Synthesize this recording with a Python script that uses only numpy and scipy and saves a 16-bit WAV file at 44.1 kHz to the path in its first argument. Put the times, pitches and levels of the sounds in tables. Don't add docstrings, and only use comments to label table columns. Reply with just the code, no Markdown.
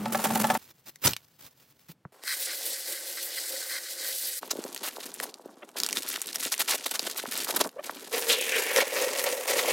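import sys
import numpy as np
from scipy import signal
from scipy.fft import rfft, irfft
from scipy.io import wavfile
from scipy.ndimage import uniform_filter1d

SR = 44100
rng = np.random.default_rng(int(sys.argv[2]) if len(sys.argv) > 2 else 0)


def wav_out(sig):
    wavfile.write(sys.argv[1], SR, np.round(np.clip(np.atleast_2d(sig).T, -1, 1) * 32767).astype(np.int16))


N = 428652
TIME = np.arange(N) / SR
TRIGGER_S, SPRAY_END_S = 2.214, 4.393


def from_db(db):
    return 10 ** (np.asarray(db) / 20)


def rms_one(x):
    return x / np.sqrt(np.mean(x ** 2) + 1e-20)


def during(start_s, end_s):
    return (TIME >= start_s) * (TIME < end_s) * 1.0


def gains(rows):
    s, *columns = np.transpose(rows)
    return [from_db(np.interp(TIME, s, column)) for column in columns]


def swells(rows, edge_s):
    out = np.zeros((len(rows[0]) - 2, N))
    for s, length, *levels in rows:
        first, last = max(int(s * SR), 0), int((s + length) * SR)
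        out[:, first:last] += from_db(levels)[:, None]
    return uniform_filter1d(out, max(int(edge_s * SR), 1), axis=1)


def add(out, s, sound):
    at = int(np.clip(s * SR, 0, N - 1))
    out[at:at + len(sound)] += sound[:N - at]


def colour(x, spectrum, size=4096):
    hz, db = np.transpose(spectrum)
    grid = np.maximum(np.fft.rfftfreq(size, 1 / SR), 1)
    log_gain = np.log(from_db(np.interp(np.log(grid), np.log(hz), db)))
    cepstrum = irfft(log_gain)
    cepstrum[1:size // 2] *= 2
    cepstrum[size // 2 + 1:] = 0
    return signal.oaconvolve(x, irfft(np.exp(rfft(cepstrum))))[:len(x)]


def resonate(x, hz, width_hz):
    r = np.exp(-np.pi * width_hz / SR)
    feed = np.array([1, 0, -1]) * (1 - r * r) / 2
    return signal.lfilter(feed, [1, -2 * r * np.cos(2 * np.pi * hz / SR), r * r], x + 1e-18)


def body(x, modes):
    rung = sum(from_db(db) * resonate(x, hz, width) for hz, width, db in modes)
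    lowest = signal.butter(3, modes[0][0] * 0.75, "high", fs=SR, output="sos")
    return rms_one(signal.sosfilt(lowest, rung))


def drift(per_s):
    knots = rng.standard_normal(N // 20)
    return rms_one(np.interp(TIME * per_s, np.arange(len(knots)), knots))


def random_clicks(sizes, per_s, clump_db):
    return sizes * (rng.random(N) < per_s / SR) * from_db(clump_db * drift(170))


def grains(per_s, spread_db, clump_db):
    sizes = from_db(spread_db * np.minimum(rng.exponential(1, N), 4))
    clicks = random_clicks(sizes, per_s, clump_db)
    t = TIME[:SR // 200]
    fade = np.exp(-t / 0.00019) + 0.3 * np.exp(-t / 0.0027)
    energy = signal.oaconvolve(clicks ** 2, fade ** 2)[:N]
    x = np.sqrt(np.abs(energy)) * rng.standard_normal(N)
    return x / np.sqrt(uniform_filter1d(x * x, SR // 25) + 1e-6 * np.mean(x * x))


def creases(per_s, spread_db, clump_db, count=14):
    sizes = from_db(spread_db * np.minimum(rng.exponential(1, N), 4)) * rng.choice([-1, 1], N)
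    clicks = random_clicks(sizes, per_s, clump_db)
    dealt = rng.integers(0, count, N)
    pitches = np.geomspace(800, 14000, count)
    x = sum(resonate(clicks * (dealt == k), hz, hz * .7) for k, hz in enumerate(pitches))
    return x / np.sqrt(uniform_filter1d(x * x, SR // 20) + 1e-6 * np.mean(x * x))


def widen(x, width):
    side = colour(x * drift(410), width)
    return np.array([x + side, x - side])


def echoes(x, t60, wet_db):
    t = TIME[:SR // 4]
    tail = rng.standard_normal(len(t)) * from_db(-60 * t / t60) * (t > .002)
    return x + from_db(wet_db) * signal.oaconvolve(x, tail / np.linalg.norm(tail))[:N]


def shimmer(x, depth_db, per_s, count=9):
    edges_hz = np.geomspace(400, 10000, count)
    lows = [signal.sosfiltfilt(signal.butter(3, hz, fs=SR, output="sos"), x) for hz in edges_hz]
    bands = np.diff([0 * x] + lows + [x], axis=0)
    return sum(band * rms_one(from_db(depth_db * drift(per_s))) for band in bands)


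# (pitch_hz, relative level_db)
AIR_COLOUR = [(30,-34),(200,-9.5),(16000,-37)]


def air():
    noise = rms_one(colour(rng.standard_normal(N), AIR_COLOUR))
    return from_db(-74.5) * (1 - during(TRIGGER_S, SPRAY_END_S)) * noise


def rumble():
    drone = body(rng.standard_normal(N), [(90, 40, -11.0), (133, 29, -3.0)])
    return from_db(-71.5) * (TIME > .575) * (TIME < 2.12) * drone


CLOTH_FROM_S, CLOTH_UNTIL_S, CLOTH_DB = .575, 1.92, -64.5
# (start_s, length_s, level_db)
SCUFF_STROKES = [(.575,0.14,-58), (.86,0.041,-48.5), (1.02,0.12,-43), (1.04,0.055,-33), (1.39,0.093,-54.5),
                 (1.888,0.035,-49.5)]


def shuffling():
    cloth = from_db(CLOTH_DB + 2 * drift(26)) * during(CLOTH_FROM_S, CLOTH_UNTIL_S)
    level = (cloth + swells(SCUFF_STROKES, 0.0096)[0]) * from_db(2.5 * drift(45))
    soft = [(100, -2.0), (500, -4.5), (1200, -6), (5000, -5.5), (9800, -13.0), (13000, -6.0)]
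    return level * rms_one(colour(grains(5300, 2.9, 1.7), soft))


# (start_s, level_db, pitch_hz, fall_by_60_db_s)
HEAVY_BLOWS = [(1.05,-20.5,131,0.11),(1.078,-29,113,0.17),(1.891,-41.5,168,0.13),(2.052,-27,150,0.034),(7.278,-34.5,238,0.072)]


def thuds():
    out, t = np.zeros(N), TIME[:SR // 3]
    for s, db, hz, t60 in HEAVY_BLOWS:
        rough = resonate(resonate(rng.standard_normal(len(t)), hz, 160), hz, 200)
        swing = np.sin(2 * np.pi * hz * t) + 0.53 * rms_one(rough)
        soft_start = np.minimum(t / .004, 1)
        add(out, s, from_db(db) * swing * from_db(-60 * t / t60) * soft_start)
    return out


# (start_s, level_db before a common 21.5 dB cut)
FRAME_JOLTS = [(0.056, -17.5), (0.147, -12), (0.192, -20.5), (0.253, -14), (0.304, -17), (0.356, -13.5),
               (0.442, -10), (0.501, -9), (0.55, -14)]
# (pitch_hz, relative level_db, fall_by_60_db_s)
FRAME_NOTES = [(591,-3,0.056),(762,0,0.067),(865,0,0.064),(1128,-9.5,0.055),(1346,-16.5,0.15),(1740,-13,0.07)]
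# (pitch_hz, width_hz, relative level_db)
DRUM_BOOM = [(130,40,-1.5),(189.5,33,2)]
# (time_s, level_db)
BOOM_LEVEL = [(0.0, -34.5), (0.2, -37), (0.23, -49), (0.275, -32), (0.47, -34), (0.57, -39.5)]
# (start_s, length_s, level_db)
CRUST_CRUNCHES = [(0.122,0.024,-31.5), (0.24,0.021,-26), (0.349,0.0099,-23), (0.39,0.034,-32)]
# (pitch_hz, relative level_db)
SNOW_COLOUR = [(70,-8),(400,12),(4000,-0.5),(13000,1.5),(16000,-1)]
BOOM_HZ = 222
RATTLE_DB, RATTLE_RISE_DB_PER_S = -45.5, 12.5
SNOW_FROM_S, GRIT_DB = 0.15, -36


def frame_knocks():
    knocks, t = np.zeros(N), TIME[:SR // 6]
    for s, db in FRAME_JOLTS:
        chatter = rng.standard_normal(len(t)) * np.exp(-t / 0.0072)
        ring = 0
        for hz, level, t60 in FRAME_NOTES:
            gain = from_db(level + rng.normal(0, 2))
            turns = hz * rng.normal(1, 0.0194) * t + rng.random()
            ring = ring + gain * np.sin(2 * np.pi * turns) * from_db(-60 * t / t60)
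        ring = rms_one(ring * (1 - np.exp(-t / 0.0022)))
        knock = ring + 0.49 * rms_one(resonate(chatter, 1100, 1300))
        add(knocks, s, from_db(db - 21.5) * rms_one(knock))
    return knocks


def wheeled_mixer():
    note = np.sqrt(2) * np.sin(2 * np.pi * np.cumsum(BOOM_HZ * (1 + 0.03 * drift(29.6))) / SR)
    shake = note + from_db(-3) * body(grains(500, 2.5, 0.88), DRUM_BOOM)
    boom = gains(BOOM_LEVEL)[0] * shake
    rattle = from_db(RATTLE_DB + RATTLE_RISE_DB_PER_S * np.minimum(TIME, 1))
    frame = [(hz, 5 / t60, db) for hz, db, t60 in FRAME_NOTES]
    loose = rattle * body(grains(1100, 2.0, 4.1), frame)
    grit = from_db(GRIT_DB - 12.0 * (TIME < SNOW_FROM_S))
    snow = rms_one(colour(grains(6100, 1.4, 4.1), SNOW_COLOUR))
    crunch = (grit + swells(CRUST_CRUNCHES, 0.0032)[0]) * snow
    return (frame_knocks() + boom + loose + crunch) * np.interp(TIME, [.573, .579], [1, 0])


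# (time_s, level_db)
SPRAY_LEVEL = [(2.25, -41.5), (2.4, -34.5), (2.9, -37.5), (3.44, -35.5), (3.78, -38.5), (3.87, -39),
               (4.04, -39), (4.12, -35), (4.39, -39.5)]
# (pitch_hz, relative level_db)
HISS_COLOUR = [(1200,-36.5),(2400,-6),(4500,4),(6200,0),(8000,3),(14500,1.5),(16000,-6.5)]
# (start_s, length_s, splatter level_db)
PADDLE_SPLASHES = [(2.272, 0.073, -33.5), (2.47, 0.081, -45.5), (3.17, 0.027, -41), (3.37, 0.031, -39.5),
                   (3.695, 0.091, -38.5)]
# (pitch_hz, width_hz, relative level_db)
DRUM_CAVITY = [(1575,77,5),(1820,310,7),(2000,300,8.5),(3160,150,4),(4150,460,9.5),(4820,200,8),(8100,330,4.5)]
# (pitch_hz, width_hz, relative level_db)
DRUM_WALL = [(357,31,-6.5),(461,23,-5.5),(530.4,34,3),(715,62,-15.5)]
OPENING_S = 0.04
QUIET_FROM_S, TRACE_DB, DULL_NOISE_DB = 2.122, -21.5, -59.5
FLUTTER_DB, FLUTTER_PER_S = 1.63, 26


def hose():
    shut = 1 - np.clip((TIME - TRIGGER_S) / OPENING_S, 0, 1)
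    running = during(QUIET_FROM_S, SPRAY_END_S)
    flow = from_db(TRACE_DB * shut + FLUTTER_DB * drift(FLUTTER_PER_S)) * running
    hiss = gains(SPRAY_LEVEL)[0] * flow
    head_on = np.interp(TIME, [4.04, 4.1], [0, 1])
    mist = rms_one(colour(grains(20000, 3.5, 1.0), HISS_COLOUR))
    mist = mist + 0.5 * head_on * resonate(mist, 12700, 6000)
    steady_splatter = from_db(-46.0 + 2 * drift(22.25)) * running * (1 - shut)
    splatter = steady_splatter + swells(PADDLE_SPLASHES, 0.0084)[0]
    drops = body(grains(2000, 1.9, 1.24), DRUM_CAVITY)
    patter = grains(2500, 1.0, 0.88)
    wall = body(patter, DRUM_WALL) * hiss * from_db(-14.0 - 3.9 * head_on + 2.3 * drift(22.19))
    dull_noise = body(resonate(patter, 400, 2400), [(330, 360, 0)])
    background = from_db(DULL_NOISE_DB) * running * shut * dull_noise
    in_cavity = echoes(hiss * mist + splatter * drops, t60=.04, wet_db=-9)
    return shimmer(in_cavity + wall + background, depth_db=1.8, per_s=24)


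# (start_s, length_s, level_db)
MIX_SURGES = [(8.29,0.058,-31.5), (8.52,0.077,-42)]
SLIDE_S, SLIDE_RISE_S, EMPTY_S = 8.28, 0.086, 8.82
POUR_DB = -39.5
TRICKLE_DB, TRICKLE_FADE_DB_PER_S = -45, 18
MOUTH_FULL_HZ, MOUTH_EMPTY_HZ, MOUTH_SINK_S = 3800, 2050, 0.13


def sliding_mix():
    age = np.maximum(TIME - SLIDE_S, 0)
    trickle_db = TRICKLE_DB - TRICKLE_FADE_DB_PER_S * (TIME - EMPTY_S)
    flow = from_db(np.where(TIME < EMPTY_S, POUR_DB, trickle_db))
    level = np.minimum(age / SLIDE_RISE_S, 1) * flow + swells(MIX_SURGES, 0.023)[0]
    centre = MOUTH_EMPTY_HZ + (MOUTH_FULL_HZ - MOUTH_EMPTY_HZ) * np.exp(-age / MOUTH_SINK_S)
    rush, out = grains(6000, 2.8, 2.2), 0
    for k, band_hz in enumerate(np.geomspace(1400, 5000, 10)):
        near = np.exp(-(np.log(band_hz / centre) / 0.36) ** 2)
        shifted = np.roll(rush, k * SR // 10)
        band = resonate(resonate(shifted, band_hz, band_hz * 0.23), band_hz, band_hz * 0.23)
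        out = out + near * rms_one(band)
    return level * out


# (start_s, length_s, level_db, starting pitch_hz, overtone_fall_db_per_octave)
BAG_SQUEAKS = [(5.621,0.016,-42,522,3.5),(7.761,0.016,-35.5,475,16),(7.781,0.029,-34.5,530,9.5)]


def squeaks():
    out = np.zeros(N)
    for s, length, db, hz, fall_db in BAG_SQUEAKS:
        along = np.linspace(0, 1, int(length * SR))
        pitch = hz * (1 + .25 * along) * (1 + .11 * drift(700)[:len(along)])
        phase = 2 * np.pi * np.cumsum(pitch) / SR
        grip = from_db(3 * drift(200)[:len(along)] - 2)
        slips = sum(from_db(-fall_db * np.log2(k)) * np.sin(k * phase) for k in range(1, 6))
        add(out, s, from_db(db) * grip * np.sqrt(np.abs(np.sin(np.pi * along))) * slips)
    return out


BEND_LAG_S, BEND_LAG_HZ = 0.00508, 503
BEND_LOWEST_HZ = 180


def bend(hz, size=2048):
    f = np.fft.rfftfreq(size, 1 / SR)
    hump = ((f / hz) ** 2 * np.exp(-(f / hz) ** 2)) ** 0.9
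    weight = hump * f ** 4 / (f ** 4 + BEND_LOWEST_HZ ** 4)
    pulse = irfft(weight * np.exp(-4j * np.pi * BEND_LAG_S * np.sqrt(BEND_LAG_HZ * f)))
    return pulse / np.abs(pulse).max()


# (start_s, peak level_db, pitch_hz)
DULL_POPS = [(2.049, -34, 1010), (2.121, -50, 470), (2.234, -39.5, 540), (4.428, -25, 890),
             (4.53, -29, 420), (4.552, -27, 395), (4.585, -24.5, 330), (4.647, -28, 418),
             (4.966, -30.5, 825), (4.98, -30, 560), (5.202, -30, 438), (5.252, -33.5, 600),
             (5.393, -38, 654), (5.455, -30, 384), (5.634, -38, 450), (5.755, -30.5, 580),
             (6.174, -33, 931), (6.456, -30.5, 455), (6.74, -25, 600), (6.993, -29.5, 620),
             (7.071, -27.5, 510), (7.235, -25.5, 510), (7.254, -24.5, 1070), (7.468, -28, 1160),
             (7.496, -22.5, 700), (7.611, -19.5, 460), (7.893, -19.5, 1070), (8.817, -19, 627),
             (9.645, -20, 634)]


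def pops():
    out = np.zeros(N)
    for s, db, hz in DULL_POPS:
        add(out, s, from_db(db) * bend(hz))
    return out


BUCKLES_PER_S = 900


def small_buckles(count=8):
    clicks = (rng.random(N) < BUCKLES_PER_S / SR) * rng.choice([-1, 1], N) * from_db(3 * drift(90))
    dealt = rng.integers(0, count, N)
    rustle = 0
    for k, hz in enumerate(np.geomspace(260, 1000, count)):
        rustle = rustle + signal.oaconvolve(clicks * (dealt == k), bend(hz))[:N]
    return rms_one(rustle)


# (start_s, level_db before a common 0.4 dB cut, pitch_hz)
SHARP_SNAPS = [(0.9577, -34.5, 2050), (1.1334, -15, 3400), (1.1646, -18, 2940), (2.236, -29, 2500),
               (4.639, -21, 4630), (4.746, -19.5, 8620), (4.762, -22.5, 1920), (4.776, -20.5, 5000),
               (5.1404, -21.5, 9730), (5.2, -15, 1930), (5.341, -24, 4000), (5.69, -34, 1670),
               (5.8006, -12, 4270), (5.8337, -8, 4500), (5.845, -17, 4170), (5.863, -12, 5360),
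               (5.888, -13, 3180), (5.908, -20, 5680), (5.9276, -12.5, 2950), (5.97, -11.5, 3150),
               (6.031, -20.5, 4430), (6.2163, -13, 10600), (6.27, -20.5, 10500), (6.2882, -23, 4000),
               (6.357, -13.5, 4180), (6.408, -19, 6800), (6.52, -14, 6900), (6.54, -14.5, 2250),
               (6.5785, -18, 6490), (6.911, -12, 9020), (6.993, -10, 4420), (7.1115, -22, 7550),
               (7.354, -18, 4000), (7.3764, -17, 8100), (7.672, -26, 8800), (7.691, -27, 4140),
               (8.7614, -6.5, 2100)]


def snaps():
    out, t = np.zeros(N), TIME[:SR // 30]
    for s, db, hz in SHARP_SNAPS:
        shape = .55 * np.exp(-t / .0009) + .03 * np.exp(-t / .004)
        crack = rng.choice([-1, 1], len(t)) * shape
        crack[0] = 1
        bright = 0.24 * resonate(crack, 1400, 1340) + 0.28 * resonate(crack, 4900, 8900)
        crack = resonate(crack, hz, hz * 0.5) + bright
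        add(out, s + .0008, from_db(db - 0.4) * crack / np.abs(crack).max())
    return out


# (start_s, length_s, crisp level_db, dull level_db)
WORK_SPELLS = [(4.415,0.89,-48,-50.5), (5.31,0.76,-63.5,-55), (5.76,1.91,-42.5,-51.5),
               (7.69,0.15,-63.5,-58), (7.83,0.33,-46.5,-52), (8.12,1.6,-40.5,-36.5), (8.14,0.66,-41,-68),
               (8.93,0.41,-41,-39), (9.47,0.2,-38.5,-36.5)]
# (start_s, length_s, crisp level_db, dull level_db)
HAND_GRIPS = [(4.52,0.2,-78,-50), (5.01,0.064,-46,-70), (6.07,0.1,-39,-78), (6.405,0.075,-34,-53),
              (7.02,0.1,-45,-53), (7.31,.14,-36.5,-47), (7.53,0.15,-53,-39.5), (7.845,0.034,-44.5,-53)]
# (start_s, length_s, level_db)
PAPER_RIPS = [(5.765,0.026,-31.5), (5.955,0.036,-31.5), (6.346,0.013,-30.5), (6.519,0.018,-24.5),
              (6.594,0.03,-23.5), (6.679,0.016,-24), (6.694,0.067,-26.5), (6.86,0.0094,-22.5),
              (6.91,0.014,-32), (6.939,0.024,-29), (7.066,0.0088,-26), (7.175,0.028,-31.5),
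              (7.48,0.035,-31), (7.562,0.013,-25), (7.604,0.013,-20.5)]
# (time_s, dull part against the crisp part, level_db)
BAG_GAPE = [(5.75,-19.5), (7.6,-5.5)]
# (start_s, length_s, level_db)
BAG_SCRAPES = [(1.047,.023,-24.5), (1.072,0.0083,-17.5), (4.507,0.013,-28.5), (4.832,0.061,-33.5),
               (5.225,0.019,-34)]
# (start_s, length_s, hollow level_db, crisp level_db), trimmed below
DRUM_SHAKES = [(8.127, 0.066, -30.5, -35), (8.283, 0.061, -30, -22.5), (8.547, 0.063, -30, -29.5),
               (8.758, 0.068, -24, -25.5), (8.96, 0.092, -29, -32.5), (9.183, 0.02, -29, -28),
               (9.261, 0.019, -23.5, -30), (9.485, 0.041, -28, -26.5), (9.57, 0.037, -26.5, -26),
               (9.672, 0.046, -24, -25.5)]
# (pitch_hz, relative level_db)
CRISP_COLOUR = [(150,-34),(700,-11.5),(1400,6),(2500,5.5),(3800,7.5),(6000,5),(9000,4.5),(13000,5.5),(16000,-0.5)]
# (pitch_hz, relative level_db)
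RIP_BODY_COLOUR = [(100,-34.5),(300,2),(700,6),(1300,6),(3000,-29)]
# (pitch_hz once the mouth is clear, width_hz, relative level_db)
HOLLOW_DRUM = [(350,65,-32),(516,35,20.5),(553,29,19.5),(670,260,-1.5),(850,780,3),(1930,410,6),(2540,270,-6)]
IN_DRUM_S = 8.12
SCRAPE_BODY_DB = -8


def hollow(x):
    blocked = np.interp(TIME, [8.6, 8.8], [1, 0])
    lowered = [(hz * .91, width, db) for hz, width, db in HOLLOW_DRUM]
    return np.sqrt(blocked) * body(x, lowered) + np.sqrt(1 - blocked) * body(x, HOLLOW_DRUM)


def paper_bag():
    crisp, dull = swells(WORK_SPELLS, edge_s=.02) + swells(HAND_GRIPS, edge_s=0.023)
    rip, scrape = swells(PAPER_RIPS, .009)[0], swells(BAG_SCRAPES, .006)[0]
    shake_hollow, shake_crisp = swells(DRUM_SHAKES, 0.023)
    in_drum = TIME > IN_DRUM_S

    crackle = rms_one(colour(creases(2600, 3.6, 3.2), CRISP_COLOUR))
    tearing = rms_one(colour(creases(7000, 3.0, 1.8), CRISP_COLOUR))
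    rubbing = rms_one(colour(grains(6000, 2.0, 1.5), CRISP_COLOUR))
    fibres = grains(4000, 2.7, 1.8)
    crumple = grains(3500, 4.2, 1.8)

    outside = ~in_drum * (crisp * crackle + dull * small_buckles())
    outside += rip * tearing + scrape * rubbing
    full_level = rip * gains(BAG_GAPE)[0] + scrape * from_db(SCRAPE_BODY_DB)
    outside += full_level * rms_one(colour(fibres, RIP_BODY_COLOUR))

    rustle = [(80, -14), (300, -24.0), (2500, 6.5), (5500, 7.5), (12000, 6.0), (16000, -0.5)]
    inside = crisp * rms_one(colour(crumple, rustle)) + dull * hollow(crumple)
    inside += from_db(-3.0) * shake_crisp * tearing
    inside += from_db(-0.5) * shake_hollow * hollow(fibres)
    return outside + echoes(in_drum * inside + sliding_mix(), t60=0.12, wet_db=-16.5)


# (pitch_hz, level_db)
LATER_WIDTH = [(200,-22),(1500,-48),(8000,-34.5),(15000,1.5)]
# (pitch_hz, level_db)
OPENING_WIDTH = [(200,-61),(700,-11),(4000,-13.5),(9000,0.5)]
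# (pitch_hz, level_db)
HOSE_WIDTH = [(200,-29),(2000,-52),(6000,-36),(14000,-33)]


def scene():
    paper = shimmer(paper_bag(), depth_db=2.5, per_s=80)
    events = paper + snaps() + pops() + squeaks() + thuds() + shuffling()
    work = echoes(events, t60=0.063, wet_db=-13.5) + air() + rumble()
    opening = TIME < 1.88
    first = widen(wheeled_mixer() + work * opening, OPENING_WIDTH)
    later = widen(work * ~opening, LATER_WIDTH)
    return first + later + widen(hose(), HOSE_WIDTH)


CUTOFF_HZ = 16000


def record(dry):
    thin = signal.sosfilt(signal.butter(2, 75, "high", fs=SR, output="sos"), dry)
    return signal.sosfilt(signal.ellip(10, .1, 80, CUTOFF_HZ, fs=SR, output="sos"), thin)


dry = scene()
out = record(dry)
wav_out(out)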